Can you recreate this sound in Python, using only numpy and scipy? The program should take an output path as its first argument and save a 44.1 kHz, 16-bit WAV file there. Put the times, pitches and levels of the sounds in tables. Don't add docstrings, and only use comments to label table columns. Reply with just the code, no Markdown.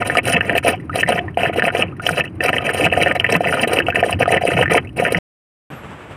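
import sys
import numpy as np
from scipy import signal
from scipy.fft import rfft, irfft
from scipy.io import wavfile
from scipy.ndimage import uniform_filter1d, minimum_filter1d, map_coordinates

SR = 44100
rng = np.random.default_rng(int(sys.argv[2]) if len(sys.argv) > 2 else 0)


def inscribe(sig):
    pcm = np.round(np.clip(np.atleast_2d(sig).T, -1, 1) * 32767)
    wavfile.write(sys.argv[1], SR, pcm.astype(np.int16))


def volts(x):
    e = np.asarray(x, float) / 20
    return 10 ** e


N = 271656
CUT_S, BACK_S = 5.188, 5.702

# [t/s, level/dB]
EDGE_LEVEL = [
    (5.7, -35),
    (6.16, -35),
]
# [f/Hz, level/dB per Hz]
EDGE_SPECTRUM = [(25, -32), (55, -2.5), (140, 4.5), (400, -3.5), (1300, -7), (3000, -16), (4300, -32.5),
                 (6800, -36), (7800, -29), (8800, -35), (10500, -40), (15300, -50)]
# [t/s, f/Hz, level/dB]
INSECT_WHISTLE = [
    (5.703, 11700, -63),
    (5.74, 11800, -62),
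    (5.765, 11750, -63),
    (5.815, 11350, -66.5),
    (5.84, 10600, -74),
    (5.86, 10900, -70),
    (5.89, 10800, -80),
]
# [t/s, level/dB]
FLOW_LEVEL = [(0.0, -23), (2.78, -25.5), (2.83, -20.5), (3.24, -26), (3.38, -24.5), (3.47, -25.5),
              (4.1, -24), (4.16, -16.5), (4.47, -28), (4.55, -16.5), (4.97, -24), (5.19, -21.5)]
# [f/Hz, level/dB per Hz]
FLOW_SPECTRUM = [(20, -53), (45, -22), (75, -6), (92, 4.5), (115, -1.5), (155, -2.5), (200, -9.5),
                 (320, -9), (480, -54), (1500, -110)]
# [f/Hz, level/dB per Hz]
SEEP_SPECTRUM = [(200, -20), (330, 0), (600, -20), (1100, -23), (2700, -31), (3600, -52), (8000, -66),
                 (9350, -55), (10500, -64), (15500, -70)]
# [t/s, peak/dB, f/Hz]
DRIPS_HEARD = [(.5310, -16, 1790), (.7350, -16, 690), (.7770, -37, 2800), (.7990, -33, 1850),
               (.8954, -17, 1240), (.9300, -22, 1800), (1.0620, -16, 1920), (1.2000, -22, 660),
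               (1.2400, -27, 720), (1.2800, -25, 1010), (1.2815, -22, 1760), (1.3440, -35, 2900),
               (1.8810, -29.5, 2550), (1.9230, -32, 1190), (1.9972, -17.5, 1310), (2.2400, -21, 1780),
               (2.2550, -21, 2550), (2.2770, -26, 2700), (2.9000, -18, 2670), (3.2630, -15, 1800),
               (3.8210, -17, 2630), (3.8663, -12, 2620), (3.9240, -15, 1500), (4.2900, -14, 1840),
               (4.4120, -16, 720), (4.8480, -30, 2000), (4.8720, -30, 2500), (4.8910, -32, 2700)]
# [t/s, mist level/dB]
WALL_TICKS = [(.7560, -58), (.7992, -55), (.8446, -59), (.8965, -52), (1.2532, -55), (1.2620, -58),
              (1.3070, -56), (1.3445, -56), (1.9666, -52), (1.9980, -50), (2.3531, -55), (4.8282, -57),
              (4.8470, -54), (4.8730, -55), (4.8906, -54), (4.9280, -58)]
# [t/s, peak/dB, f/Hz]
AIR_POCKETS = [(0.085, -21, 288), (0.285, -18, 248), (0.337, -15.5, 160.7), (0.34, -16, 235),
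               (0.685, -17, 231), (0.91, -23, 103.4), (1.051, -16, 158), (1.092, -18.5, 225),
               (1.788, -19, 240), (1.84, -19.5, 166), (2.108, -16.5, 162), (2.815, -14, 287),
               (2.85, -15.5, 164), (3.33, -17, 229), (3.355, -11.5, 165), (3.465, -20.5, 154),
               (3.628, -13, 221), (3.783, -20, 288), (4.152, -21, 113.5), (4.208, -15.5, 258),
               (4.483, -14.5, 295), (4.55, -12, 153), (5.155, -11.5, 166.7)]
# [f/Hz, width/Hz, level/dB]
WALL_MODES = [(495, 225, -1.5), (700, 80.5, 2), (1007, 150, -13.5), (1240, 83, -8), (1450, 111, -11),
              (1607, 65, -10.5), (1800, 94, -4.5), (1980, 150, -7.5), (2188, 170, -4.5), (2384, 101, -6),
              (2620, 112, -2), (2867, 130, -6), (3048, 183, -9), (3450, 60, -18), (3950, 140, -28),
              (4852, 110, -30.5), (5393, 260, -32.5), (5890, 430, -37), (6673, 77, -36), (7350, 220, -38),
              (8193, 200, -28.5), (8740, 130, -24), (9370, 460, -20), (10600, 950, -29),
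              (12500, 1200, -30.5), (14340, 1500, -34), (15200, 440, -37)]
# [f/Hz, width/Hz, depth/dB]
WALL_NODES = [(1124, 84, -20.5), (1680, 25.6, -12.5), (2125, 76, -13.5), (3425, 47, -24.5),
              (3670, 150, -14.5), (4400, 200, -6), (5350, 45, -16.5), (6290, 150, -7.5), (9830, 79, -8),
              (12300, 300, -8.5)]
# [t/s, peak/dB, f/Hz]
BUBBLE_POPS = [(0.1705, -8, 694), (0.2821, -11, 463), (0.5517, -5, 665), (0.5658, -10.5, 580),
               (0.5754, -12, 574), (0.6816, -5, 530),  (0.957, -7, 660), (1.0904, -3.5, 720),
               (1.1037, -3.5, 487), (1.1204, -9.5, 694),  (1.3729, -2.5, 790), (1.4324, -6.5, 710),
               (1.5834, -8.5, 477), (1.6798, -13, 700), (1.7492, -5.5, 700), (2.4494, -8.5, 534),
               (2.7464, -8.5, 700), (2.8226, -8.5, 474), (2.853, -9, 735), (2.9243, -4, 730),
               (2.9743, -1.5, 700), (3.0235, -8, 516), (3.0606, -7, 700), (3.0715, -9, 700),
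               (3.1633, -11, 670), (3.3419, -10, 530), (3.4064, -3.5, 686), (3.4598, -7, 700),
                (3.5365, -7, 675), (3.6257, -9, 690), (3.6417, -7.5, 666), (3.6726, -8.5, 420),
               (3.7319, -5.5, 466), (3.7684, -9, 520), (3.7882, -8, 460), (3.8842, -6, 700),
               (3.9696, -12, 506), (3.9807, -9, 430), (4.0279, 1.5, 725), (4.0438, -4, 480),
               (4.0624, -8, 610), (4.2075, -4.5, 637), (4.2782, -2.5, 680), (4.3053, -5, 700),
               (4.3406, -5.5, 473), (4.436, -7, 680), (4.4518, -3.5, 554), (4.57, -6.5, 690),
               (4.5939, -9, 490), (4.6099, -7, 480), (4.7587, -4, 438), (4.9982, -5.5, 490),
               (5.0224, -7, 706), (5.1218, -6.5, 462),
               (0.0207, -6, 1300), (0.0989, -2.5, 1670), (0.1525, -4.5, 1240), (0.1698, -7, 1810),
               (0.188, -1, 2050), (0.3238, -10.5, 1800), (0.3438, -7, 1780), (0.3661, -1.5, 1900),
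               (0.4077, 0.5, 1640), (0.4955, -1.5, 1700),  (0.5805, -7, 1800), (1.0319, 0, 1790),
               (1.121, -13, 1280), (1.4594, -6.5, 1680), (1.5952, -5, 1800), (1.622, -0.5, 1630),
               (1.6803, -5, 1980), (1.7027, -10, 1450), (2.0903, -1.5, 1450), (2.1996, -9, 1800),
               (2.406, -6, 1800), (2.4908, -7, 1300), (2.5306, -7.5, 1800), (2.5651, -7, 1920),
               (2.6921, -6.5, 1700), (2.865, -7, 1450), (2.9354, -9, 1800),  (3.0606, -8, 1750),
               (3.0715, -5.5, 1800), (3.113, -5.5, 1710), (3.244, 4.5, 1950), (3.351, -3, 1980),
               (3.472, -4.5, 1960), (3.5256, -4.5, 1360), (3.5721, -10, 1260), (3.6359, -5.5, 1980),
               (3.6463, -9, 1800), (3.802, -4.5, 1630), (3.8845, -8, 1360), (3.9572, -0.5, 1870),
               (4.0358, -4, 1690), (4.2296, -5, 1640), (4.2571, -8.5, 1260), (4.3229, -8.5, 1800),
               (4.377, -2.5, 1900), (4.5172, -7.5, 1920),  (4.626, -3.5, 1850), (4.6574, -5.5, 1740),
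               (4.679, -9, 1870), (4.7086, -13, 1230), (4.779, -4.5, 1990), (5.0512, -4.5, 1540),
               (5.0644, -6, 1800), (5.1467, 1.5, 1980),
               (0.0213, -14, 2630), (0.1705, -3, 2720), (0.1835, 6, 2270), (0.3373, -6, 2720),
                 (0.346, -6, 2600), (0.364, -4.5, 2600), (0.4081, -4.5, 2740), (0.5523, -8.5, 2780),
                 (0.58, -0.5, 2440), (0.6797, -4.5, 2220), (1.0075, -8.5, 2620), (1.0283, -10.5, 2900),
                 (1.433, -5, 2620), (1.798, -9.5, 2620), (1.823, 1, 2760), (2.066, -1, 3200),
                 (2.1796, -7.5, 2620), (2.208, -4, 2550), (2.4065, -9, 2620), (2.4599, -4, 2410),
                 (2.4837, -5, 2360), (2.4915, -5, 2760), (2.5826, -4, 3030), (2.6667, -8.5, 2560),
                 (2.844, -5, 2550), (2.8518, -2.5, 2600), (2.8627, -5, 2720), (2.9256, -0.5, 2620),
                 (3.014, -4.5, 2190), (3.033, -2, 2750), (3.1985, -1.5, 3050), (3.243, -14, 2700),
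                 (3.2646, -10, 2660), (3.324, -4, 2530), (3.3534, -5.5, 2560), (3.534, -10, 2800),
                 (3.6327, -3.5, 2720), (3.7878, -2, 2760), (3.9027, -7.5, 2540), (3.9562, -5, 2620),
                  (4.1271, -3.5, 2700), (4.2232, -4.5, 2620), (4.324, -4, 2360), (4.49, -8.5, 2680),
                 (4.6131, -5, 2900), (4.7516, -2, 2180), (4.7793, -10, 2360), (5.0506, -10, 2640),
               (0.648, -6.5, 544), (0.6567, -11.5, 686), (0.6696, -7.5, 690), (1.1275, -9.5, 540),
                (1.1918, -10, 3230), (1.453, -9, 700), (1.4523, -9.5, 2530), (1.4962, -11, 680),
                (1.5594, -10.5, 700), (1.6404, -8.5, 680), (1.7924, -9.5, 436), (2.0643, -9, 720),
                (2.1076, -9.5, 700), (2.7976, -7.5, 470), (2.8104, -7, 2570), (3.1523, -11.5, 680),
                (3.3287, -7, 424), (4.2192, -9.5, 2630), (4.2265, -8.5, 505), (4.3172, -7, 645),
                (4.4828, -9, 447), (4.5167, -11.5, 660),  (4.7664, -7, 735)]
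# [f/Hz, life/cycles, swell/cycles]
RING_CYCLES = [(450, 0.86, 0.4), (750, 0.83, 0.42), (1300, 2.2, 0.64), (2000, 2.1, 1.1), (3000, 2.6, 1.4)]
# [t/s, peak/dB, f/Hz]
MIST_SQUIRTS = [(0.072, -20, 9200),  (0.1704, -13.5, 4940), (0.2542, -16, 9350), (0.277, -13, 6450),
                (0.3094, -25, 9310), (0.3376, -21, 4880), (0.5757, -15.5, 4300), (0.679, -19, 9250),
                (0.6883, -18.5, 9410), (0.7034, -22.5, 9350), (0.9572, -18, 9700), (0.982, -22.5, 9490),
                (1.088, -14.5, 8250),  (1.7938, -20.5, 8850), (2.092, -17.5, 9600), (2.437, -14, 4970),
                (2.4612, -17, 5760), (2.7355, -20, 9300), (2.805, -24, 10750), (3.0253, -18, 3940),
                (3.164, -18, 3980), (3.2995, -16, 3830), (3.3222, -16.5, 8140), (3.34, -17, 4050),
                (3.613, -20, 9500), (3.6754, -20, 3900), (3.7316, -19.5, 9500),  (4.1083, -17, 9300),
                (4.1962, -24, 9400), (4.3195, -17.5, 8660), (4.4522, -19.5, 8950), (4.4774, -22.5, 9500),
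                (4.5962, -21, 9240), (4.735, -12, 6100), (5.1215, -21, 4000)]
# [t/s, length/s, level/dB, mist level/dB]
SPURTS = [(.076, 0.09, -25.5, -39.5), (0.255, 0.089, -20, -28.5), (0.422, 0.062, -26.5, -45),
          (0.648, 0.065, -17, -26), (0.937, 0.082, -22.5, -32), (1.102, 0.089, -20, -37.5),
          (1.370, 0.12, -21.5, -36), (1.555, 0.044, -23.5, -35), (1.628, 0.057, -18.5, -36),
          (1.744, 0.077, -20, -31), (2.045, 0.12, -27.5, -34), (2.422, 0.081, -20, -35.5),
          (2.523, 0.064, -22.5, -35.5), (2.639, 0.073, -20.5, -35.5), (2.727, 0.095, -24, -31),
          (2.801, 0.071, -17, -30), (2.912, 0.077, -23, -40), (2.975, 0.11, -18.5, -33.5),
          (3.069, 0.055, -19.5, -40.5), (3.287, 0.079, -18, -32.5), (3.431, 0.21, -20.5, -34),
          (3.674, 0.13, -20, -34), (3.943, 0.063, -20.5, -36.5), (4.035, 0.1, -22.5, -33),
          (4.271, 0.083, -25.5, -35), (4.319, 0.051, -15, -36), (4.455, 0.091, -20, -34),
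          (4.563, 0.07, -16, -31.5), (4.695, 0.083, -15, -33), (4.983, 0.1, -19.5, -34)]
# [t/s, length/s, level/dB, mist level/dB]
MORE_SPURTS = [(0, 0.03, -23.5, -42), (0.046, 0.034, -23.5, -34.5), (0.169, 0.017, -16.5, -42),
               (0.229, .032, -30.5, -37), (0.339, 0.043, -18.5, -44), (0.487, 0.044, -21, -41),
               (0.548, 0.026, -19.5, -34), (0.626, .034, -26, -32.5), (0.71, 0.021, -19.5, -34),
               (0.913, .03, -42, -50), (1.024, 0.045, -39, -52.5), (1.072, 0.037, -19, -34),
               (1.526, 0.019, -24.5, -39.5), (1.72, .028, -27.5, -41.5), (1.824, 0.014, -20.5, -42),
               (2.017, 0.026, -32, -36.5), (2.167, 0.034, -16.5, -28), (2.234, 0.02, -30, -37.5),
               (2.401, 0.03, -22.5, -44), (2.599, 0.03, -25.5, -50.5), (3.148, 0.012, -19, -32),
               (3.192, 0.015, -22.5, -34), (3.234, 0.04, -25, -47), (3.398, 0.052, -31, -44),
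               (3.859, 0.049, -26.5, -43.5), (4.189, 0.043, -19, -30), (4.405, 0.059, -27, -39.5),
               (4.542, .031, -39, -43), (4.961, 0.056, -25, -33.5), (5.101, 0.11, -24, -40)]


def unit(x):
    return x / np.sqrt(np.mean(x ** 2) + 1e-20)


def curves(rows):
    t_s, *cols = np.transpose(rows)
    return [np.interp(np.arange(N) / SR, t_s, col) for col in cols]


def wobble(rate_hz):
    knots = rng.standard_normal(int(N * rate_hz / SR) + 4)
    return map_coordinates(knots, [np.arange(N) * rate_hz / SR])


def rush(spectrum):
    f_hz, level_db = np.transpose(spectrum)
    f = np.fft.rfftfreq(N, 1 / SR)
    gain = volts(np.interp(np.log(f + 1), np.log(f_hz), level_db))
    return unit(irfft(rfft(rng.standard_normal(N)) * gain, N))


def band(x, lo_hz, hi_hz):
    return signal.sosfilt(signal.butter(4, [lo_hz, hi_hz], "band", fs=SR, output="sos"), x)


def scatter(t_s, rows):
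    at = (np.asarray(t_s) * SR).astype(int)[:, None] + np.arange(rows.shape[1])
    return np.bincount(at.ravel(), rows.ravel(), N + SR)[:N]


def patchy(x, depth_db):
    z = signal.stft(x, nperseg=256)[2]
    field = uniform_filter1d(rng.standard_normal(z.shape), size=11, axis=0)
    field = uniform_filter1d(field, size=5, axis=1)
    return unit(signal.istft(z * volts(depth_db * unit(field)), nperseg=256)[1][:N])


def wall(size=8192):
    f = np.fft.rfftfreq(size, 1 / SR)
    power = sum(volts(db) ** 2 / (1 + (2 * (f - hz) / w) ** 2) ** 1.517 for hz, w, db in WALL_MODES)
    notches_db = sum(db / (1 + (2 * (f - hz) / w) ** 2) for hz, w, db in WALL_NODES)
    cepstrum = irfft(np.log(volts(10 * np.log10(power) + notches_db)), size)
    cepstrum[1:size // 2] *= 2
    cepstrum[size // 2 + 1:] = 0
    return irfft(np.exp(rfft(cepstrum)), size)[:size // 4]


def bubbles(f_hz, cycles, rise, size, swell=0.44):
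    turns = np.asarray(f_hz)[:, None] * np.arange(size) / SR
    ring = np.sin(2 * np.pi * turns * (1 + rise * turns / cycles))
    return ring * np.exp(-turns / cycles) * (1 - np.exp(-turns / swell))


def swarm(rate_hz, lo_hz, hi_hz, cycles, spread_db, clump_db, size, body, rise=0.023):
    u = rng.random((int(rate_hz * CUT_S), 3))
    strength = volts(-spread_db * np.log(u[:, 2] + 1e-4))[:, None]
    rows = strength * bubbles(lo_hz * (hi_hz / lo_hz) ** u[:, 1], cycles, rise, size)
    x = scatter(u[:, 0] * CUT_S, rows) * volts(clump_db * wobble(45))
    x = band(signal.fftconvolve(x, body)[:N], 0.52 * lo_hz, 1.24 * hi_hz)
    return x / np.sqrt(np.abs(uniform_filter1d(x ** 2, 2200)) + 1e-9)


def popped(rows, cycles, snap_db, gain_db, rise=0.0053, swell=0.53):
    t_s, peak_db, f_hz = np.transpose(rows)
    ring = bubbles(f_hz, cycles, rise, size=900, swell=swell)
    snap = rng.standard_normal(ring.shape) * np.exp(-np.arange(ring.shape[1]) / (0.0012 * SR))
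    source = ring + volts(snap_db) * band(snap, 200, 5800)
    heard = signal.fftconvolve(source, wall()[None], axes=1)
    return scatter(t_s, heard / np.abs(heard).max(1)[:, None] * volts(peak_db + gain_db)[:, None])


def insect():
    f_hz, level_db = curves(INSECT_WHISTLE)
    phase = 2 * np.pi * np.cumsum(f_hz + 25 * wobble(400)) / SR
    level = volts(level_db + 5 + 2.5 * wobble(73))
    partial = volts(-17 + 5 * wobble(30)) * np.sin(phase * 5 / 6)
    return level * (np.sin(phase) + partial) * (np.arange(N) / SR < INSECT_WHISTLE[-1][0])


def trench_edge():
    t = np.arange(N) / SR
    far_leak = volts(curves(EDGE_LEVEL)[0] + 0.46 + 1.5 * wobble(33)) * rush(EDGE_SPECTRUM)
    tick = volts(-46 - 60 * np.abs(t - 5.909) / 0.012) * band(rng.standard_normal(N), 980, 9000)
    return far_leak + insect() + tick


def flow_rumble():
    glugs = swarm(45, 83.0, 190, cycles=7.7, spread_db=-4.5, clump_db=-1.0, size=4000, body=[1])
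    heave = volts(0.51 * wobble(47))
    return volts(curves(FLOW_LEVEL)[0]) * (volts(-7.0) * heave * rush(FLOW_SPECTRUM) + volts(-19.5) * glugs)


def seepage():
    trickle = volts(-38.0 + 4.5 * wobble(22.095)) * rush(SEEP_SPECTRUM)
    drips = popped(DRIPS_HEARD, 7.6, -10.5, 0.45, rise=0.04)
    sparse = swarm(70, 500, 3200, cycles=5, spread_db=3, clump_db=3, size=900, body=wall(), rise=0.03)
    return trickle + drips + volts(-54) * sparse


def thumps():
    t_s, peak_db, f_hz = np.transpose(AIR_POCKETS)
    return scatter(t_s, bubbles(f_hz, 4.5, 0.027, size=6000) * volts(peak_db - 0.5)[:, None])


def first_gulps():
    t_s, _, level_db, _ = np.transpose(SPURTS + MORE_SPURTS)
    f_hz = 678 * volts(0.52 * rng.standard_normal(len(t_s)))
    return np.transpose([t_s + 0.003056, level_db + 1.5, f_hz])


def single_bubbles():
    listed = BUBBLE_POPS
    f_hz, *laws = np.transpose(RING_CYCLES)
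    lives, swells = [np.interp(np.transpose(listed)[2], f_hz, law)[:, None] for law in laws]
    return popped(listed, lives, -11, -0.22, swell=swells) + popped(first_gulps(), 1.2, -2.4, -5.5)


def crackle(rate_hz, spread_db):
    u = rng.random((int(rate_hz * CUT_S), 3))
    blows = volts(-spread_db * np.log(u[:, 1] + 1e-3)) * np.sign(u[:, 2] - 0.5)
    return unit(signal.fftconvolve(scatter(u[:, 0] * CUT_S, blows[:, None]), wall())[:N])


def squirts(rows, gain_db, dies_s):
    t_s, level_db = np.transpose(rows)[:2]
    t = np.arange(SR // 20) / SR
    return scatter(t_s, volts(level_db[:, None] + gain_db - 60 * t / dies_s) * (1 - np.exp(-t / 0.00068)))


def bursts(column, dies_s, swell_s=0.0052):
    dribble_db, dribble_s = -30, 0.22
    t, gain = np.arange(N) / SR, np.zeros(N)
    for row in SPURTS + MORE_SPURTS:
        start_s, length_s = row[:2]
        span = slice(int(start_s * SR), int((start_s + length_s + dribble_s) * SR))
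        since = t[span] - start_s
        after = np.maximum(since - length_s, 0)
        fade = np.maximum(volts(-60 * after / dies_s), volts(dribble_db - 60 * after / dribble_s))
        opening = 1 - np.exp(-since / swell_s)
        gain[span] = np.maximum(gain[span], volts(row[column]) * fade * opening)
    return gain


def wet_spray():
    slosh = swarm(90, 146.5, 377, cycles=1.8, spread_db=3.5, clump_db=2.0, size=1500, body=[1])
    gurgle = swarm(260, 407.5, 968, cycles=1.5, spread_db=1.5, clump_db=2.5, size=700, body=wall())
    froth = swarm(1300, 916, 3310, cycles=2.94, spread_db=3.0, clump_db=6.5, size=400, body=wall())
    drops = band(crackle(350, spread_db=3.5), 300, 3900)
    slow = bursts(column=2, dies_s=0.07) * (volts(-10.0) * slosh + volts(-3.0) * gurgle)
    return slow + bursts(column=2, dies_s=0.091) * (volts(-2.5) * froth + volts(-9.5) * drops)


def fizzing(mist, beads, kick):
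    fizz = volts(-2.5) * patchy(volts(-2.0) * mist + volts(-10.5) * beads, depth_db=3.8)
    fizz = fizz * volts(3 * wobble(95)) * (1 + 0.9 * kick)
    facing = np.clip(1 - np.arange(N) / SR / 1.1, 0, 1)
    return fizz + facing * (band(fizz, 9150, 9650) + band(fizz, 12400, 13200))


def mist_spray(singles):
    mist = swarm(14000, 3700, 16000, cycles=6, spread_db=1.8, clump_db=4, size=130, body=wall())
    beads = swarm(300, 3700, 12500, cycles=16, spread_db=2.2, clump_db=1, size=300, body=wall(), rise=0.004)
    kick = np.sqrt(np.abs(uniform_filter1d(singles ** 2, size=200)))
    fizz = fizzing(mist, beads, kick)
    thrown = bursts(column=3, dies_s=0.018, swell_s=0.0061) + squirts(MIST_SQUIRTS, -6.5, 0.035)
    fine = (thrown + volts(-39.5) * kick) * fizz
    coarse = volts(-13) * bursts(column=3, dies_s=0.091, swell_s=0.015) * band(fizz, 3700, 9840)
    idle = volts(-71.5 + 5.5 * wobble(90)) + squirts(WALL_TICKS, 1.5, 0.03)
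    squirt_rings = popped(MIST_SQUIRTS, 12, -52.5, -2.5, rise=0.003)
    return fine + coarse + idle * (mist + volts(-14) * beads) + squirt_rings


def leak():
    singles = single_bubbles()
    return flow_rumble() + seepage() + thumps() + singles + wet_spray() + mist_spray(singles)


def scene():
    t = np.arange(N) / SR
    edge_s = 0.00043
    close = leak() * np.clip((CUT_S - t) / edge_s, 0, 1)
    far = trench_edge() * np.clip((t - BACK_S) / edge_s, 0, 1)
    return (close + far)[None]


def roll_off(x):
    return signal.sosfilt(signal.butter(12, 16470, fs=SR, output="sos"), x)


def record(dry):
    top_hz = 15450
    needed = np.minimum(1, 0.9 / (np.abs(dry) + 1e-9))
    held = dry * uniform_filter1d(minimum_filter1d(needed, size=121), size=61)
    over_hz = np.clip(np.fft.rfftfreq(2 * N, 1 / SR) - top_hz, 0, 900)
    kept = irfft(rfft(held, 2 * N) * volts(-over_hz / 12))[:, :N]
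    return roll_off(kept)


dry = scene()
out = record(dry)
inscribe(out)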